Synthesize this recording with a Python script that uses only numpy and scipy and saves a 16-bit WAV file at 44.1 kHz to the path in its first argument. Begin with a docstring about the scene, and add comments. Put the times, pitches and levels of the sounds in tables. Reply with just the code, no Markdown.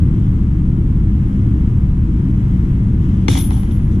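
"""A golf disc slaps into the hanging chains of a metal basket in an open field.
The blow shakes the frame, and the disc drops into the wire tray with a few small knocks.
The links clash dully while the disc presses on them and ring high once they swing free.
A low wind rumble and the wash of distant traffic go on throughout.
A faint high hiss comes and goes, with a brief scuff just before the disc hits."""
import sys
import numpy as np
from scipy import signal
from scipy.fft import rfft, irfft
from scipy.io import wavfile
from scipy.ndimage import uniform_filter1d, minimum_filter1d

SR = 44100
rng = np.random.default_rng(int(sys.argv[2]) if len(sys.argv) > 2 else 0)


def unload_wav(signal):
    """Save mono or channel-first audio to the path in sys.argv[1] as 16-bit WAV at rate SR, clipped to [-1, 1]."""
    wavfile.write(
        sys.argv[1],
        SR,
        np.round(np.clip(np.atleast_2d(signal).T, -1, 1) * 32767).astype(np.int16),
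    )


N = 176400

# how strong the wind is at each pitch: pitch_hz, level_db
WIND_TONE = [(8.8, -34), (15, -5.5), (59, 1), (129, -2.5), (161, -8), (192, -5.5), (244, -14.5), (319, -18),
             (375, -28.5), (520, -42.5), (680, -61), (1140, -120)]
# gusts in the low and the upper bass: time_s, deep_db, upper_db
WIND_GUSTS = [(0, -2, 3), (.5, -1.5, -1), (.8, -1.5, 1), (1.1, 0.5, -1), (1.3, -3, 1), (1.6, -0.5, 0),
              (1.95, 0, -2.5), (2.25, -4.5, 1.5), (2.5, -1.5, 0), (3.0, -1, 1), (3.4, -4.5, 0.5),
              (3.65, -1, -2), (4, -3.5, 2)]
# how strong the traffic is at each pitch: pitch_hz, level_db
TRAFFIC_TONE = [(300, -13.5), (480, 1.5), (630, -2), (800, 0), (1000, 0), (1250, -2.5), (1500, -7),
                (2100, -6), (2400, -12), (3100, -18.5), (3600, -22), (4500, -26), (10000, -27.5),
                (12500, -35.5), (14000, -39.5)]
# the traffic growing louder and softer: time_s, level_db
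TRAFFIC_SWELLS = [(0, 0.9), (.8, -0.55), (1.4, 1), (2.0, -0.25), (2.5, 1.5), (2.95, 0.9), (3.1, 1.9),
                  (4, 1)]
# how alike the traffic is on the left and right: pitch_hz, likeness (0 to 1), left_lead_rad
TRAFFIC_STEREO = [(590, 0.32, 2.5), (745, 0.51, 3), (1260, 0.46, 4), (1510, 0.18, 3), (1950, 1, 4),
                  (2500, .35, 4), (2560, 0.49, 0.75), (3170, .8, 1), (4500, 0.52, -2), (6000, 0.06, 0.5)]
# how strong the faint high hiss is at each pitch: pitch_hz, level_db
HISS_TONE = [(1500, -24.5), (2500, -3.5), (3100, 7.5), (4300, -13.5), (5900, -3.5), (7500, -12),
             (8500, -18), (10000, -16), (14000, -25)]
# the hiss coming and going, with a brief scuff near 3 s: time_s, level_db
HISS_SWELLS = [(0, -71), (.15, -60), (.6, -65), (1.05, -65.5), (1.35, -60.5), (2.0, -65.5), (2.55, -59.5),
               (2.99, -65), (3.035, -54.5), (3.08, -57.5), (3.7, -55), (4, -68)]
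# how alike the hiss is on the left and right: pitch_hz, likeness (0 to 1)
HISS_STEREO = [(2500, .5), (3200, 0.91), (4500, .35), (6000, .08)]
# echoes in the open air: pitch_hz, ring_s (here and below, the time to fade by 60 dB)
FIELD_ECHO = [(200, .25), (1000, 0.98), (4000, 0.79), (14000, 1)]
# how far the basket's sounds lean to the left: pitch_hz, left_minus_right_db
BASKET_LEAN = [(300, 0.5), (800, 10), (1600, 4.5), (2200, -0.5), (3400, 3), (7000, -0.5), (9200, 0),
               (10000, 13), (11200, 3), (12000, 4.5), (12900, 9.5), (14000, 6)]
# the two unequal microphone openings: pitch_hz, left_minus_right_db
MIC_LEAN = [(30, .3), (125, .8), (250, 2), (400, 4), (600, 5), (900, 4.5), (1200, 3.5), (1700, 5),
            (2200, .5), (2700, -2), (4000, -.5), (6000, -2.5), (9000, -1.5), (11000, 0), (14000, 0)]
# tones of the shaken frame: pitch_hz, level_db, ring_s
FRAME_TONES = [(114, -6, 0.28), (142, -8.5, 0.21)]
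# the disc landing in the tray: start_s, level_db, contact_ms
TRAY_HITS = [(3.3535, -15.5, .3), (3.369, -12, 0.53), (3.3745, -10, 0.7), (3.386, -18, 0.39),
             (3.5072, -21, 0.045), (3.518, -23.5, 0.1), (3.542, -25, 0.26), (3.566, -27, 0.3),
             (3.576, -26, 0.14), (3.5935, -33, 0.28), (3.6325, -26.5, 0.088)]
# tones of disc and tray together: pitch_hz, level_db, ring_s, left_lead_rad
TRAY_TONES = [(792, -5.5, 0.035, 3.5), (880, -16, 0.06, 3.5), (1037, -9, 0.023, 7.5), (1285, -17, 0.04, 8),
              (1980, -10, 0.022, -4), (2130, -12, 0.025, 3.5), (3330, -21, .02, -2.5),
              (3830, -11.5, 0.015, 11), (5650, -12, .018, 9)]
# the disc hitting the chains: start_s, level_db, contact_ms
DISC_HITS = [(3.2829, 1, 0.085), (3.28435, -10.5, 0.24), (3.2853, -6, 0.25), (3.2873, -18.5, 0.045),
             (3.2886, -13, 0.94), (3.352, -10.5, 0.16), (3.367, -23.5, .25)]
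# tones of the struck disc: pitch_hz, level_db, ring_s, left_lead_rad
DISC_TONES = [(263, -3.5, 0.083, -0.5), (368, -15, 0.065, 3.5), (504, -23, 0.066, 3.5),
              (870, -12, 0.016, 3), (1223, -19.5, 0.025, -4.1), (1464, -21, 0.026, 0.5),
              (2160, -6, 0.02, 1.54), (2900, -12, 0.017, -1.5), (3380, -9, 0.019, -1),
              (4240, -11.5, .014, 7), (5470, -18, 0.021, 4), (5930, -11.5, 0.038, 4), (7260, -22, .014, -4)]
# tones of links pressed together: pitch_hz, level_db, ring_s, spread_hz
PRESSED_TONES = [(1540, -16, 0.016, 120), (1940, -16, 0.035, 70), (2237, -0.5, 0.051, 178),
                 (2950, -1.5, .06, 84), (3250, -1, 0.2, 58), (3464, 5.5, 0.04, 130), (3970, -5, .04, 220),
                 (5550, -2, .07, 280), (6050, 0.5, 0.062, 180), (6850, -3, 0.059, 400),
                 (9300, -2, .04, 590), (10100, -4, 0.087, 170)]
# tones of links hanging free: pitch_hz, level_db, ring_s, spread_hz
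FREE_TONES = [(9870, 0.5, 0.26, 32), (10100, 3, 0.22, 80), (10500, -2, .13, 130), (11120, 1.5, 0.2, 78),
              (11400, -9, .11, 190), (12000, -2, .15, 100), (12560, -13, .1, 160), (12800, -8.5, 0.17, 65),
              (13450, -17, .1, 140), (13980, -10, .14, 150)]
# single pressed links clacking: start_s, level_db, favoured_hz
PRESSED_CLACKS = [(3.2915, -32.5, 2900), (3.297, -35, 6000), (3.3085, -32, 3500), (3.3535, -31.5, 6200),
                  (3.531, -42, 4200), (3.711, -47, 3800), (3.886, -59, 6500)]
# single free links clinking: start_s, level_db, favoured_hz
FREE_CLINKS = [(3.2985, -38, 10100), (3.3746, -34, 10600), (3.405, -33, 12000), (3.519, -45, 9900),
               (3.5455, -45.5, 10100), (3.595, -49, 10900), (3.718, -54, 10100), (3.7515, -56, 12000),
               (3.8206, -60, 11100), (3.843, -61, 9900)]
# pressed chains clashing: start_s, level_db, hold_s, fade_db_per_s
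PRESSED_SURGES = [(3.281, -31.5, 0.048, 240), (3.351, -33, 0.031, 235), (3.512, -49, 0.026, 143),
                  (3.705, -57, 0.01, 146), (3.905, -54.5, 0.028, 202)]
# chains jingling as they swing free: start_s, level_db, hold_s, fade_db_per_s
FREE_SURGES = [(3.298, -43, 0.027, 250), (3.372, -32, 0.065, 330), (3.53, -49, .015, 200),
               (3.575, -48, 0.02, 353), (3.712, -53.5, 0.024, 407)]


def amp(db):
    """Turns decibels into a number to multiply by."""
    return 10 ** (np.asarray(db) / 20)


def evened(x):
    """Scales a sound to an average (rms) level of 1."""
    return x / np.sqrt(np.mean(x ** 2) + 1e-20)


def fading(t, ring_s):
    """A fade that falls by 60 dB every ring_s seconds."""
    return np.exp(-np.log(1000) * t / ring_s)


def at_pitch(table, hz, column=1):
    """Looks up a table by pitch, gliding between its rows."""
    columns = np.transpose(table)
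    return np.interp(np.log(hz + 1), np.log(columns[0] + 1), columns[column])


def over_time(table, column=1):
    """Joins a table's rows into one value for every sample."""
    columns = np.transpose(table)
    return np.interp(np.arange(N) / SR, columns[0], columns[column])


def add(mix, start_s, sound):
    """Mixes a stereo sound in at its start time."""
    part = mix[:, round(start_s * SR):][:, :sound.shape[1]]
    part += sound[:, :part.shape[1]]


def dulled(x, corner_hz):
    """Softens the treble above corner_hz."""
    return signal.lfilter(*signal.butter(2, corner_hz, fs=SR), x)


def lean(x, table):
    """Tips each pitch to the left or right."""
    side_db = at_pitch(table, np.fft.rfftfreq(2 * N, 1 / SR)) / 2
    return irfft(rfft(x, 2 * N) * amp([side_db, -side_db]))[:, :N]


def noise_pair(tone, likeness, left_lead_rad=0):
    """The spectra (pitch content) of a left and a right noise that are partly alike."""
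    hz = np.fft.rfftfreq(N, 1 / SR)
    left, other = rfft(rng.standard_normal((2, N)))
    right = (likeness * left + np.sqrt(1 - likeness ** 2) * other) * np.exp(-1j * left_lead_rad)
    return np.array([left, right]) * amp(at_pitch(tone, hz))


def wind(level_db=-12.5, split_hz=110, apart_db=-24, apart_hz=50, steadiness=0.55):
    """Wind rumbles almost alike on both sides; its deep and upper parts swell separately."""
    hz = np.fft.rfftfreq(N, 1 / SR)
    apart = amp(apart_db) * hz ** 2 / (hz ** 2 + apart_hz ** 2)
    spectrum = noise_pair(WIND_TONE, likeness=1 - apart ** 2)
    deep = irfft(spectrum / (1 + (hz / split_hz) ** 4))
    upper = irfft(spectrum) - deep
    out = 0
    for column, part in enumerate([deep, upper], start=1):
        power = uniform_filter1d(uniform_filter1d(part[0] ** 2, size=2200), size=2200)
        steadying = (power.mean() / power) ** (steadiness / 2)  # calms the noise's own wobble
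        out = out + part * amp(over_time(WIND_GUSTS, column)) * steadying
    return amp(level_db) * evened(out)


def traffic(base_db=-43.5):
    """Far-off traffic blends into a wide, smooth wash."""
    hz = np.fft.rfftfreq(N, 1 / SR)
    likeness, lead = at_pitch(TRAFFIC_STEREO, hz), at_pitch(TRAFFIC_STEREO, hz, column=2)
    wash = irfft(noise_pair(TRAFFIC_TONE, likeness, lead))
    return amp(base_db + over_time(TRAFFIC_SWELLS)) * evened(wash)


def high_hiss():
    """A faint high hiss comes and goes, with a brief scuff just before the disc hits."""
    likeness = at_pitch(HISS_STEREO, np.fft.rfftfreq(N, 1 / SR))
    return amp(over_time(HISS_SWELLS)) * evened(irfft(noise_pair(HISS_TONE, likeness)))


def field_echo(x, echo_db=-17, echoes_per_s=2000):
    """Ground and trees add thin echoes, each pitch dying away at its own speed."""
    echoes = rng.standard_normal((2, SR)) * (rng.random((2, SR)) < echoes_per_s / SR)
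    echoes[:, :SR // 100] = 0  # nothing comes back in the first 10 ms
    hz, t, bands = signal.stft(echoes, SR, nperseg=256)
    bands = bands * fading(t, at_pitch(FIELD_ECHO, hz)[:, None])
    tail = signal.istft(bands, SR, nperseg=256)[1]
    return x + amp(echo_db) * signal.fftconvolve(x, tail / np.linalg.norm(tail[0]), axes=1)[:, :N]


def frame_thud(start_s=3.2865, rise_s=0.0021):
    """The weight of the disc shakes the whole basket for a moment."""
    out, t = np.zeros((2, N)), np.arange(SR // 3) / SR
    ring = sum(amp(db) * fading(t, ring_s) * np.sin(2 * np.pi * hz * t) for hz, db, ring_s in FRAME_TONES)
    add(out, start_s, np.array([ring, ring]) * np.minimum(t / rise_s, 1))
    return out


def disc_knocks(hits, tones, scuff_db, scuff_s, scuff_hz, bend_s, scuff_low_hz=1300, bend_hz=1420):
    """Each blow of the disc scuffs and rings; tones below bend_hz wait for the body to bend."""
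    out, t = np.zeros((2, N)), np.arange(SR // 5) / SR
    for start_s, level_db, contact_ms in hits:
        scuff = amp(scuff_db) * dulled(rng.standard_normal((2, len(t))), scuff_hz) * np.exp(-t / scuff_s)
        knock = signal.lfilter(*signal.butter(2, scuff_low_hz, "highpass", fs=SR), scuff)
        for hz, db, ring_s, lead in tones:
            age = np.maximum(t - bend_s / (1 + (hz / bend_hz) ** 4), 0)
            phase = 2 * np.pi * hz * age + np.array([[lead], [-lead]]) / 2
            rise = np.minimum(2 * hz * age, 1)
            knock += amp(db) * rise * fading(age, ring_s) * np.cos(phase)
        softness = np.exp(-1000 / (contact_ms * SR))  # a longer contact sounds duller
        add(out, start_s, amp(level_db) * signal.lfilter([1 - softness], [1, -softness], knock))
    return out


def link_ring(tones, t, scatter_db=0.5):
    """One link rings a little off pitch; where it is struck makes each tone louder or softer."""
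    ring = np.zeros((2, len(t)))
    for hz, db, ring_s, spread_hz in tones:
        phase = rng.uniform(0, 2 * np.pi) + rng.standard_normal((2, 1)) * min(hz / 6000, 1.3)
        own_hz = hz + spread_hz * rng.standard_normal()
        tone = np.sin(2 * np.pi * own_hz * t + phase) * fading(t, ring_s)
        ring += amp(db + scatter_db * rng.standard_normal()) * evened(tone)
    return ring


def link_hits(hits, tones, focus_db_per_octave, damping_db_per_s, rise_s):
    """One link is hit hard; the spot struck favours tones near one pitch, and nearby links hush it."""
    out, t = np.zeros((2, N)), np.arange(SR // 3) / SR
    for start_s, level_db, favoured_hz in hits:
        favoured = [(hz, db - focus_db_per_octave * abs(np.log2(hz / favoured_hz)), ring_s, spread_hz)
                    for hz, db, ring_s, spread_hz in tones]
        ring = link_ring(favoured, t) * amp(-damping_db_per_s * t)
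        ring /= ring[:, :SR // 200].std()  # the first 5 ms set the level
        add(out, start_s, amp(level_db) * np.minimum(t / rise_s, 1) * ring)
    return out


def chains(surges, tones, hits_per_s, variety_db, tick_db, tick_hz, rise_s, links):
    """Links of slightly different pitch collide at random, as hard as the swinging chains drive them."""
    now, t = np.arange(N) / SR, np.arange(SR // 3) / SR
    power = 0
    for start_s, level_db, hold_s, fade_db_per_s in surges:
        rise = np.clip((now - start_s) / rise_s, 0, 1)
        power += (rise * amp(level_db - fade_db_per_s * np.maximum(now - start_s - hold_s, 0))) ** 2
    # a count climbs by random steps; each whole number it passes is a collision
    count = np.cumsum(rng.exponential(1, N) ** 2) / 2 * hits_per_s / SR
    hit = np.diff(np.floor(count), prepend=0) > 0
    direction = rng.choice([-1, 1], N)
    strength = amp(variety_db * np.minimum(rng.exponential(1, N), 2))
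    clicks = np.sqrt(power) * evened(hit * direction * strength)
    which_link, out = rng.integers(0, links, N), np.zeros((2, N))
    first = round(surges[0][0] * SR)
    for link in range(links):
        ring = evened(link_ring(tones, t))
        tick = dulled(rng.standard_normal(ring.shape) * np.exp(-t / 0.00044), tick_hz)
        clink = (ring + amp(tick_db) * evened(tick)) / np.sqrt(len(t))
        own_clicks = (clicks * (which_link == link))[None, first:]
        out[:, first:] += signal.oaconvolve(own_clicks, clink, axes=1)[:, :N - first]
    return out


def scene():
    """Disc, chains and tray, slightly to the left, over wind, traffic and a faint hiss."""
    slap = disc_knocks(DISC_HITS, DISC_TONES, scuff_db=-7.5, scuff_s=0.0032, scuff_hz=6500, bend_s=0.0024)
    tray = disc_knocks(TRAY_HITS, TRAY_TONES, scuff_db=-1, scuff_s=0.0029, scuff_hz=5200, bend_s=0.0004)
    clash = chains(PRESSED_SURGES, PRESSED_TONES, hits_per_s=1300, variety_db=9,
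                   tick_db=-2.5, tick_hz=8250, rise_s=0.0017, links=32)
    jingle = chains(FREE_SURGES, FREE_TONES, hits_per_s=420, variety_db=7,
                    tick_db=-11.5, tick_hz=12000, rise_s=0.0041, links=24)
    clacks = link_hits(PRESSED_CLACKS, PRESSED_TONES,
                       focus_db_per_octave=8, damping_db_per_s=150, rise_s=0.0015)
    clinks = link_hits(FREE_CLINKS, FREE_TONES, focus_db_per_octave=46, damping_db_per_s=70, rise_s=0.001)
    basket = slap + frame_thud() + tray + clash + jingle + clacks + clinks
    return lean(field_echo(basket), BASKET_LEAN) + wind() + traffic() + high_hiss()


def record(dry, ceiling=0.93, dip_samples=441, top_hz=14250):
    """The microphone hears each side unequally, turns loud peaks down and cuts the highest treble."""
    heard = lean(dry, MIC_LEAN)
    gain = ceiling / np.maximum(abs(heard).max(0), ceiling)
    gain = uniform_filter1d(minimum_filter1d(gain, dip_samples), dip_samples)
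    treble_cut = signal.firwin(511, top_hz, window=("kaiser", 8), fs=SR)
    return signal.oaconvolve(heard * gain, treble_cut[None], "same")


dry = scene()
out = record(dry)
unload_wav(out)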